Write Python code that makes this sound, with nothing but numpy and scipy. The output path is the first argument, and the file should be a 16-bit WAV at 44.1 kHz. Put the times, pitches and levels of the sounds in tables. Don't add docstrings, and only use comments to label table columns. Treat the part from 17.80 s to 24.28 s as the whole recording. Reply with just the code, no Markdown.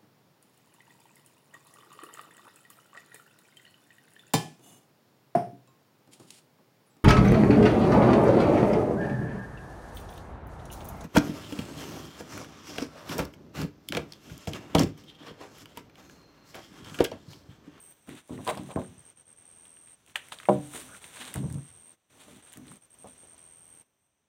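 import sys
import numpy as np
from scipy import signal
from scipy.fft import rfft, irfft, next_fast_len
from scipy.io import wavfile
from scipy.ndimage import uniform_filter1d

SR = 44100
rng = np.random.default_rng(int(sys.argv[2]) if len(sys.argv) > 2 else 0)


def transcribe(signal):
    frames = np.atleast_2d(signal).T
    limited = np.clip(frames, -1, 1)
    pcm = np.round(limited * 32767).astype(np.int16)
    wavfile.write(sys.argv[1], SR, pcm)


def linear_from_db(decibels):
    return 10 ** (np.asarray(decibels, float) / 20)


N = 285969
CLOCK = 32


def colour(x, points):
    hz, db = np.transpose(points)
    size = next_fast_len(len(x), True)
    log_f = np.log(np.fft.rfftfreq(size, 1 / SR) + 1)
    outside = np.maximum(np.log(hz[0]) - log_f, 0) + np.maximum(log_f - np.log(hz[-1]), 0)
    gain = linear_from_db(np.interp(log_f, np.log(hz), db) - 25 * outside)
    return irfft(rfft(x, size) * gain, size)[:len(x)]


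def band(x, lo_hz, hi_hz, order=2):
    return signal.sosfilt(signal.butter(order, [lo_hz, hi_hz], "band", fs=SR, output="sos"), x)


def unit(x):
    return x / np.sqrt(np.mean(x ** 2))


def walk(rate):
    hold = int(SR / rate)
    steps = np.repeat(rng.standard_normal(N)[:N // hold + 1], hold)
    return 1.4 * uniform_filter1d(uniform_filter1d(steps, hold), hold)[:N]


def add(out, s, x):
    i = int(s * SR)
    out[i:i + len(x)] += x[:N - i]


def swell(s, db, rise_s, fall_s, hold_s=0):
    s, db, rise_s, fall_s, hold_s = (np.reshape(v, (-1, 1)) for v in (s, db, rise_s, fall_s, hold_s))
    t = np.arange(0, N, CLOCK) / SR
    before = np.maximum(s - t, 0) / np.abs(rise_s)
    after = np.maximum(t - s - hold_s, 0) / np.abs(fall_s)
    return linear_from_db(db - 10 * (before + after))


def together(*gains):
    power = np.sum(np.vstack(gains) ** 2, axis=0)
    return np.interp(np.arange(N) / CLOCK, np.arange(len(power)), np.sqrt(power))


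def ring(modes, stretch, longest, tilt_db=0, phase=0):
    hz, db, t60 = np.transpose(modes)[:, :, None]
    t = np.arange(.36 * SR) / SR
    decay = np.exp(-np.log(1000) * t / (stretch * np.minimum(t60, longest)))
    decay = decay * (1 - (t / t[-1]) ** 4)
    return np.sum(linear_from_db(db + tilt_db) * decay * np.sin(2 * np.pi * hz * t + phase), axis=0)


def resonate(x, hz, t60):
    r = 1000 ** (-1 / (t60 * SR))
    return unit(signal.lfilter([1, -1], [1, -2 * r * np.cos(2 * np.pi * hz / SR), r * r], x))


def grains(rate, scatter_db):
    size = linear_from_db(scatter_db * np.minimum(rng.exponential(size=N), 3.2)) * rng.choice([-1, 1], N)
    return size * (rng.random(N) < rate / SR)


def clearing(x, t60, wet_db):
    t = np.arange(.4 * SR) / SR
    tail = rng.standard_normal(len(t)) * np.exp(-np.log(1000) * t / t60) * np.minimum(t / 0.0035, 1)
    return x + linear_from_db(wet_db) * signal.fftconvolve(x, tail / np.linalg.norm(tail))[:N]


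# (f/Hz, level per Hz/dB)
FOREST_SPECTRUM = [(22, -30), (45, -17.5), (96, -7.5), (200, -11.5), (500, -14.5), (2000, -21.5),
                   (3200, -21.5), (5100, -32.5), (6000, -17.5), (7000, -32), (8700, -24.5), (9900, -33),
                   (13000, -37), (15500, -35)]
# (t/s, level at 6 kHz/dB)
CHORUS_LEVEL = [(0, -74.5), (.6, -70), (1.1, -72), (1.5, -73.5), (2.1, -74), (2.6, -70), (3.0, -67),
                (3.6, -70), (4.1, -74), (4.6, -72), (5.1, -73.5), (5.7, -73), (6.48, -74.5)]
# (start t/s, duration t/s, level/dB, f/Hz)
KATYDID_SWELLS = [
    (0, 0.153, -65.5, 14520),
    (1.93, .04, -80.5, 14200),
    (3.849, .45, -80.5, 14200),
    (4.998, 0.25, -78, 14100),
    (5.851, 0.401, -76, 14140),
]
KATYDID_RISE_S, KATYDID_FALL_S = 0.1998, .12
KATYDID_CHIRPS_HZ, KATYDID_SAG_HZ = 24, 400
FAR_CRICKETS_HZ, FAR_CRICKETS_DB = 8540, 2.5


def forest():
    t = np.arange(N) / SR
    bed = colour(rng.standard_normal(N), FOREST_SPECTRUM)
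    bed /= np.std(band(bed, 5600, 6540, order=4))
    far_crickets = unit(band(rng.standard_normal(N), FAR_CRICKETS_HZ - 260, FAR_CRICKETS_HZ + 260))
    bed += linear_from_db(FAR_CRICKETS_DB + 3.0 * walk(11)) * far_crickets
    bed_gain = linear_from_db(np.interp(t, *np.transpose(CHORUS_LEVEL)) + 0.91 * walk(5.1))

    start, lasts, db, hz = np.transpose(KATYDID_SWELLS)
    swells = swell(start, db, KATYDID_RISE_S, KATYDID_FALL_S, lasts)
    loudest_hz = np.repeat(hz[swells.argmax(axis=0)], CLOCK)[:N]
    chirp = t * KATYDID_CHIRPS_HZ % 1
    trill_hz = loudest_hz + KATYDID_SAG_HZ * (.5 - chirp)
    rasp = band(rng.standard_normal(N), 30, 300) * (1.3 + np.sin(np.pi * chirp) ** 2)
    trill = unit(rasp * np.sin(2 * np.pi * np.cumsum(trill_hz) / SR))
    return bed * bed_gain + trill * together(swells)


# (start t/s, end t/s)
CRICKET_PHRASES = [(0, .134), (.914, .964), (1.034, 1.082), (1.178, 1.207), (1.25, 1.304), (1.359, 1.411),
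                   (1.453, 1.53), (1.56, 1.63), (1.651, 2.15), (2.657, 2.75), (2.81, 2.874), (2.936, 3.004),
                   (3.111, 3.18), (3.228, 3.29), (3.339, 3.403), (3.436, 3.487), (3.589, 4.127),
                   (4.623, 4.70), (4.875, 4.949), (4.966, 4.972), (5.009, 5.058), (5.103, 5.153),
                   (5.185, 5.242), (5.27, 5.34), (5.377, 5.452), (5.47, 5.55), (5.577, 6.018)]
CRICKET_DB = -57.5
STROKE_SAG_HZ, STROKE_DRIFT, STROKE_SLIP = 330, .003, .9


def cricket(rate_hz=83.7, tone_hz=8590):
    out = np.zeros(N)
    t = np.arange(int(0.00812 * SR)) / SR
    chance = rng.standard_normal((len(CRICKET_PHRASES), 100, 3))
    for (start, end), draws in zip(CRICKET_PHRASES, chance):
        phases = STROKE_SLIP * np.cumsum(draws[:, 2])
        strokes = int((end - start) * rate_hz * 2 + .5)
        for k, (size, drift, _) in enumerate(draws[:strokes]):
            hz = tone_hz * (1 + STROKE_DRIFT * drift) + STROKE_SAG_HZ * (.5 - t / t[-1])
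            tone = np.sin(2 * np.pi * np.cumsum(hz) / SR + phases[k]) * np.hanning(len(t)) ** 0.74
            db = CRICKET_DB + 10.0 - 9.5 * (k % 2) + 0.83 * size
            add(out, start + k / rate_hz / 2, linear_from_db(db) * tone)
    return clearing(out, .06, -11)


# (start t/s, end t/s, level/dB)
GATE_DUCKS = [(0.123, 0.276, -6.5), (0.399, 0.492, -9), (1.316, 1.375, -9.5), (1.414, 1.478, -7),
              (1.535, 1.581, -5.5), (2.139, 2.28, -7), (2.318, 2.35, -12.5), (3.171, 3.221, -8),
              (4.139, 4.306, -16.5), (4.602, 4.627, -12), (4.972, 5.025, -10), (5.016, 5.141, -3),
              (5.063, 5.105, -4.5), (5.345, 5.37, 1.5), (6.018, 6.601, -15)]
GATE_LINGER, GATE_RECOVER_S = 0.22, 0.09


def gate():
    t, duck_db = np.arange(N) / SR, np.zeros(N)
    for start, end, db in GATE_DUCKS:
        shut = np.clip(np.minimum((t - start) / 0.0265, (end - t) / 0.011), 0, 1)
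        linger = (t > end - .012) * GATE_LINGER * np.exp(-np.abs(t - end) / GATE_RECOVER_S)
        duck_db += db * np.maximum(shut, linger)
    return linear_from_db(duck_db)


# (t/s, peak level/dB, f/Hz)
SPLINTERS = [(.316, -42, 2500), (.577, -43, 1990), (.669, -36.5, 3000), (0.6832, -27.5, 1560),
             (.6965, -27, 2300), (.7015, -27.5, 1610), (.706, -38, 3490), (0.7473, -37.5, 1500),
             (.781, -43, 3400), (0.914, -39.5, 2200), (.959, -32.5, 1330), (1.016, -44, 1970),
             (1.0469, -45.5, 2110), (1.9696, -46, 2116), (2.0736, -47.5, 2250), (2.522, -29.5, 1223),
             (2.276, -48.5, 2430), (2.297, -47, 2900), (2.5869, -34.5, 3130), (2.6005, -31.5, 1777),
             (2.632, -37.5, 1780), (2.6543, -33, 1820), (2.689, -25, 2006), (2.938, -36, 1700),
             (2.949, -35, 2300), (2.955, -34, 1296), (2.961, -36.5, 2000), (2.981, -44.5, 2100),
             (3.013, -40.5, 3800), (3.148, -38, 1560), (3.166, -45, 3000), (3.242, -33, 2850),
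             (3.3706, -34.5, 2460), (3.4524, -35, 4570), (3.532, -41.5, 4080), (4.4047, -47.5, 2892),
             (4.719, -46.5, 3505), (4.768, -46.5, 1440), (4.8555, -48.5, 2316), (4.8815, -42.5, 3200),
             (4.917, -42, 1410), (5.5654, -53.5, 3600)]
# (t/s, peak level/dB, f/Hz)
TWIGS = [(0.2741, -49, 1880), (0.3526, -47, 2500), (.643, -52, 3000), (.753, -40.5, 3500),
         (1.5839, -58, 2130), (1.8539, -47, 2810), (1.862, -51.5, 2000), (2.2633, -52, 3370),
         (2.303, -53, 3010), (2.4855, -44, 2000), (3.0066, -41, 3800), (3.5582, -33, 1300),
         (3.701, -43, 1460), (3.7837, -55.5, 1210), (4.9635, -56.5, 3000), (5.285, -59.5, 3495),
         (5.5875, -54.5, 3690)]
# (t/s, peak level/dB, f/Hz, relative top level/dB, tail t60/s)
CRACKS = [(2.3552, -31, 1106, -30, .012), (2.3575, -13.5, 2300, -25, .025), (2.3572, -29, 1377, -31, 0.02),
          (2.3607, -31, 2600, -14, .04), (2.5205, -30.5, 2600, -20, .03), (2.5235, -29, 3200, -20, .04),
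          (.2918, -39, 1690, -6.5, 0.031), (.6495, -46, 3000, 4, .02), (.6763, -22.5, 3620, -15, 0.021),
          (.691, -23, 2410, -21.5, .02), (.7744, -34.5, 3700, -9.5, .02), (2.283, -62, 2995, 6, .02),
          (2.105, -66, 3000, 4, .02), (4.869, -51, 2000, -1.5, .03), (3.5407, -34, 2300, 1.5, 0.072),
          (4.7234, -47, 2400, 1.5, 0.032), (4.730, -47, 3000, 4.5, 0.0153),
          (4.7363, -42, 2500, -0.5, 0.0204), (4.7725, -48, 1940, 7, 0.025)]
SNAP_S = .0007
SPLINTER_TOP_DB, TWIG_TOP_DB, SNAP_T60_S = -19, -5, .035


def snaps():
    splinters = [(*row, SPLINTER_TOP_DB, SNAP_T60_S) for row in SPLINTERS]
    twigs = [(*row, TWIG_TOP_DB, SNAP_T60_S) for row in TWIGS]
    return splinters + twigs + list(CRACKS)


# (f/Hz, level per Hz/dB)
DUST = [(6000, -6.5), (7500, 1), (8900, 10), (10800, -4.5), (13000, -6.5), (15300, -7.5)]


def ticks():
    out, t = np.zeros(N), np.arange(8192) / SR
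    spray = rng.standard_normal((len(snaps()), len(t)))
    for (s, db, hz, top_db, t60), noise in zip(snaps(), spray):
        noise = np.r_[2.5, noise[1:]]
        tail = 0.18 * np.exp(-np.log(1000) * t / max(t60, .005))
        push = noise * (np.exp(-t / SNAP_S) + tail)
        body = band(push, hz / 1.615, hz * 1.39, order=3)
        edge = colour(push, DUST)
        tick = body / np.abs(body).max() + linear_from_db(top_db + 9.5) * edge / np.abs(edge).max()
        add(out, s, linear_from_db(db + 0.04) * tick)
    return out


# (t/s, peak level/dB, contact f/Hz, ring stretch [ratio])
KNOCKS = [(0.28, -38.5, 421, 0.66), (.495, -33, 550, 0.32), (.5065, -26, 302.5, 0.594),
          (.531, -29.5, 281, 0.45), (.578, -30.5, 302, 0.54), (.59, -32.5, 697, 0.33),
          (0.5986, -32, 219, 0.63), (.668, -25, 1006, 0.71), (.677, -19.5, 1020, 0.616),
          (.686, -18.5, 817, 0.81), (.697, -23, 1062, 0.35), (.708, -37, 900, 0.41),
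          (.7135, -30.5, 900, .3), (.772, -26.5, 730, 0.29), (.795, -28.5, 302, 0.478),
          (.89, -35.5, 700, .6), (.905, -31, 800, 0.3), (0.9604, -13.5, 270, 0.046),
          (.972, -18.5, 560, 0.75), (.983, -31, 190, .6), (1.085, -41, 100, .4), (1.175, -42, 110, .4),
          (2.947, -31, 365, .5), (4.87, -41.5, 249, 0.74), (3.553, -30, 650, 0.6), (3.555, -22, 145, 0.72),
          (3.5695, -23.5, 160, .5), (3.63, -35, 480, 0.58), (3.638, -21, 140, 0.423),
          (3.682, -28, 119.5, 0.32), (3.708, -29, 140.6, 0.54), (3.752, -25, 137.2, 0.5),
          (3.7735, -29, 170, .45), (4.482, -44, 478, 1), (4.759, -45.5, 300, 0.38),
          (4.772, -38.5, 249, 0.404), (4.779, -36.5, 200, 0.75), (3.14, -47.5, 191, 0.67),
          (5.244, -33.5, 598, 0.206), (5.258, -43, 652, 0.72), (5.433, -45.5, 499, 0.31),
          (5.53, -52.5, 620, 0.566), (2.358, -42, 910, 0.2), (2.522, -39, 700, 0.88)]
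# (f/Hz, level/dB, t60/s)
BEAMS = [(106.2, -10.5, 0.58), (138.2, -5.5, .4), (162.84, -6.5, 0.42), (192.2, -4, 0.14),
         (255.34, -3, 0.36), (302.58, -3.5, 0.42), (364.8, -5.5, 0.39), (401, -10.5, 0.11),
         (450.8, -7, 0.38), (535.8, -1.5, 0.19), (588.4, -2.5, 0.18), (659.4, -3.5, 0.2),
         (756.2, -2.5, 0.19), (793, -6, 0.11), (1011, 1, 0.13), (1010.3, -3, 0.074), (1210, -12.5, 0.18),
         (1560, -6, 0.19)]


def knocks():
    out = np.zeros(N)
    octave = np.log2(np.array(BEAMS)[:, :1])
    spot = rng.standard_normal((len(KNOCKS), 2, len(BEAMS), 1))
    for (s, db, hz, stretch), (size, turn) in zip(KNOCKS, spot):
        tilt_db = -14 * np.abs(octave - np.log2(hz)) + 2.5 * size
        blow = ring(BEAMS, max(stretch, .05), 1.0, tilt_db, 0.36 * turn)
        blow = np.convolve(blow, np.hanning(int(SR * .4 / hz) + 3))
        add(out, s, -blow * linear_from_db(db) / np.abs(blow).max())
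    return out


# (fastest t/s, scrape level/dB, 10 dB rise t/s, 10 dB fall t/s, relative dust level/dB)
SLIDES = [(.30, -53, 0.0252, 0.086, -16.5), (.51, -59, 0.28, 0.1443, -8),
          (0.656, -57.5, 0.0144, -0.0363, 3), (0.699, -35, 0.029, 0.0171, -13),
          (0.745, -51, 0.05, 0.07, -12), (.87, -62, .1, .1, -12), (0.913, -52, 0.012, 0.01, -14),
          (.99, -55, -0.0052, 0.0785, -11), (1.1, -72, -0.7, 0.86, -16), (2.28, -67, 0.18, 0.96, -2.5),
          (2.37, -48, 0.0167, 0.04, -11.5), (2.527, -41.5, 0.005, 0.0149, -13),
          (2.73, -53.5, 0.1723, 0.1772, -11.5), (2.955, -50, 0.06, 0.12, -1.5),
          (3.27, -57.5, 0.35, 0.2663, -4.5), (3.375, -48, .035, 0.06, -10), (3.483, -46, 0.07, .006, -11),
          (3.53, -64, 0.1, 0.22, -7), (3.58, -51.5, 0.23, 0.0191, -11), (3.85, -72, 1, 0.62, -12),
          (4.41, -55, 0.0685, 0.1849, -7.5), (4.74, -61, -0.51, 0.1745, -10.5),
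          (4.919, -58.5, 0.0673, 0.0429, -12.5), (5.259, -68, 0.22, 0.22, -3.5),
          (5.58, -67.5, -0.03, 0.11, -14)]
# (start t/s, duration t/s, level/dB, f/Hz)
JUDDERS = [(0.284, 0.0391, -40, 291.6), (0.51, 0.124, -40.5, 215), (0.718, 0.157, -41, 199.4),
           (0.954, 0.0106, -42.5, 175), (0.984, 0.0378, -35.5, 189.5), (1.053, .07, -52, 193),
           (2.705, 0.083, -35.5, 160), (2.98, 0.12, -56, 255), (3.4, 0.122, -52.5, 262),
           (3.56, 0.1023, -32, 174.4), (3.713, 0.0616, -36.5, 148.6), (3.88, .06, -61, 100),
           (4.317, 0.125, -62, 240.2), (4.47, 0.105, -54, 246.2), (4.774, 0.1585, -50, 202.5),
           (5.197, 0.0217, -65, 249.8), (5.248, 0.0184, -52, 229.4)]
# (f/Hz, level/dB, t60/s)
STACK = [(82.6, -1.5, 0.75), (104.14, 0.5, 0.87), (137.6, 4, 0.37), (164.5, -4, 0.32), (195.3, 0, 0.26),
         (251.56, 0.5, .4), (292.6, -2, .4), (359.8, -1, 0.13)]
# (f/Hz, level per Hz/dB)
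GRIT = [(900, -3), (1500, 0), (2600, -2.5), (3700, -0.5), (5200, -18.5), (6500, -14.5), (7500, -13.5)]
JUDDER_RISE_S, JUDDER_FALL_S = 0.0068, .04
JUDDER_TAIL_DB, JUDDER_TAIL_S = -20.5, 0.12
RATTLE_BLOW_DB, RATTLE_DB_PER_OCTAVE, RATTLE_FALL_S = -9.5, 8, .022
RATTLE_SLIDE_DB, RATTLE_JUDDER_DB = -4, -24.5
SHOWER_DB, SHOWER_DUST_DB, SHOWER_FALL_S = -18.5, -13.5, 0.012


def drag():
    s, db, rise_s, fall_s, dust_db = np.transpose(SLIDES)
    slide = swell(s, db, rise_s, fall_s)
    s, db = np.transpose(snaps())[:2]
    shower = swell(s + 2 * SNAP_S, db + SHOWER_DB, SNAP_S, SHOWER_FALL_S)
    slap_s, slap_db, slap_hz = SLAP[0]
    blows = [row[:3] for row in KNOCKS] + [(slap_s + 0.0029, slap_db - 10.5, slap_hz)]
    s, db, hz = np.transpose(blows)
    softness_db = RATTLE_DB_PER_OCTAVE * np.minimum(np.log2(hz / 600), 0)
    chatter = swell(s + .006, db + RATTLE_BLOW_DB + softness_db, 0.003, RATTLE_FALL_S)
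    s, lasts, db, hz = np.transpose(JUDDERS)
    judder = swell(s, db, JUDDER_RISE_S, JUDDER_FALL_S, lasts)
    judder_tail = swell(s, db + JUDDER_TAIL_DB, JUDDER_RISE_S, JUDDER_TAIL_S, lasts)

    grit_gain = together(slide, shower)
    dust_gain = together(slide * linear_from_db(dust_db)[:, None], shower * linear_from_db(SHOWER_DUST_DB))
    rattle_gain = together(chatter, slide * linear_from_db(RATTLE_SLIDE_DB), judder * linear_from_db(RATTLE_JUDDER_DB))
    rumble_gain = together(judder, judder_tail)

    slips, patch = grains(4800, 4.2), walk(35)
    grit = unit(colour(slips, GRIT)) * linear_from_db(2.8 * patch - 1.5)
    fine_slips = slips + 0.53 * grains(7600, 4.4)
    dust = unit(colour(fine_slips, DUST)) * linear_from_db(1.4 * patch + 1.1 * walk(40) + 4.5)
    bumps = signal.fftconvolve(grains(900, 2.2), ring(OFFCUT, 0.15, .25))[:N]
    rattle = unit(band(bumps, 450, 1250)) * linear_from_db(-3.0)

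    octave = np.log2(hz)[judder.argmax(axis=0)]
    near = np.array([linear_from_db(mode_db - 11.58 * np.abs(octave - np.log2(mode_hz))) for mode_hz, mode_db, _ in STACK])
    near = np.repeat(near / np.linalg.norm(near, axis=0), CLOCK, axis=1)[:, :N]
    near = uniform_filter1d(near, size=400)
    rumble = np.zeros(N)
    for share, (mode_hz, _, t60) in zip(near, STACK):
        rumble += share * resonate(grains(300, 3), mode_hz, .55 * t60)
    rumble = unit(band(rumble, 55, 430)) * linear_from_db(-2.5)
    return grit_gain * grit + dust_gain * dust + rattle_gain * rattle + rumble_gain * rumble


# (t/s, peak level/dB, squeezed air f/Hz)
SLAP = [
    (2.687, -3.5, 684.8),
]
# (f/Hz, level/dB, t60/s)
OFFCUT = [(135, -14, .6), (199.6, -5, 0.26), (258.57, -21.5, 0.45), (295.5, -13, .6), (361.3, -2, 0.17),
          (484.7, -6, 0.27), (556.6, -10, 0.32), (612, 0, 0.19), (757.3, -1.5, 0.17), (851, -3, 0.066),
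          (980, -2, 0.08), (1080, -8, 0.15), (1249, -24, 0.15), (1410, -18, 0.12)]


def slap():
    out, (s, db, air_hz) = np.zeros(N), SLAP[0]
    phase = np.pi * rng.random((len(OFFCUT), 1))
    blow = np.convolve(ring(OFFCUT, 1.0, 0.9, phase=phase), np.hanning(int(SR * 0.00091)))
    t = np.arange(len(blow)) / SR
    blow *= (1 - np.exp(-(t / 0.003) ** 2)) * .72 / np.abs(blow).max()
    puff = np.sin(2 * np.pi * air_hz * t - .6) * t / 0.002022 * np.exp(1 - t / 0.001482)
    add(out, s, linear_from_db(db) * (blow + puff))
    return out


# (start t/s, end t/s, first f/Hz, last f/Hz, level/dB)
SQUEAK = [
    (3.075, 3.168, 1270, 1450, -54.5),
]


def squeak():
    out, (start, end, from_hz, to_hz, db) = np.zeros(N), SQUEAK[0]
    n = int((end - start) * SR)
    hz = np.linspace(from_hz, to_hz, n) * (1 + 0.104 * walk(700)[:n])
    tone = np.hanning(n) ** 0.27 * np.sin(2 * np.pi * np.cumsum(hz) / SR)
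    add(out, start, linear_from_db(db + 6.1 * walk(90)[:n]) * tone)
    return out


def scene():
    gate_gain = gate()
    impacts = clearing(ticks() + knocks() + slap() + squeak(), 0.2726, -11.5)
    timber = impacts + gate_gain * drag()
    no_bass = signal.butter(3, 60, "high", fs=SR, output="sos")
    timber = signal.sosfilt(np.tile(no_bass, (2, 1)), timber)
    return (timber + gate_gain * (forest() + cricket()))[None]


def roll_off(x):
    return signal.sosfilt(signal.butter(12, 16470, fs=SR, output="sos"), x)


def record(dry):
    top_cut = signal.ellip(8, .2, 60, 15750, fs=SR, output="sos")
    mix = signal.sosfilt(top_cut, dry)
    return roll_off(mix)


dry = scene()
out = record(dry)
transcribe(out)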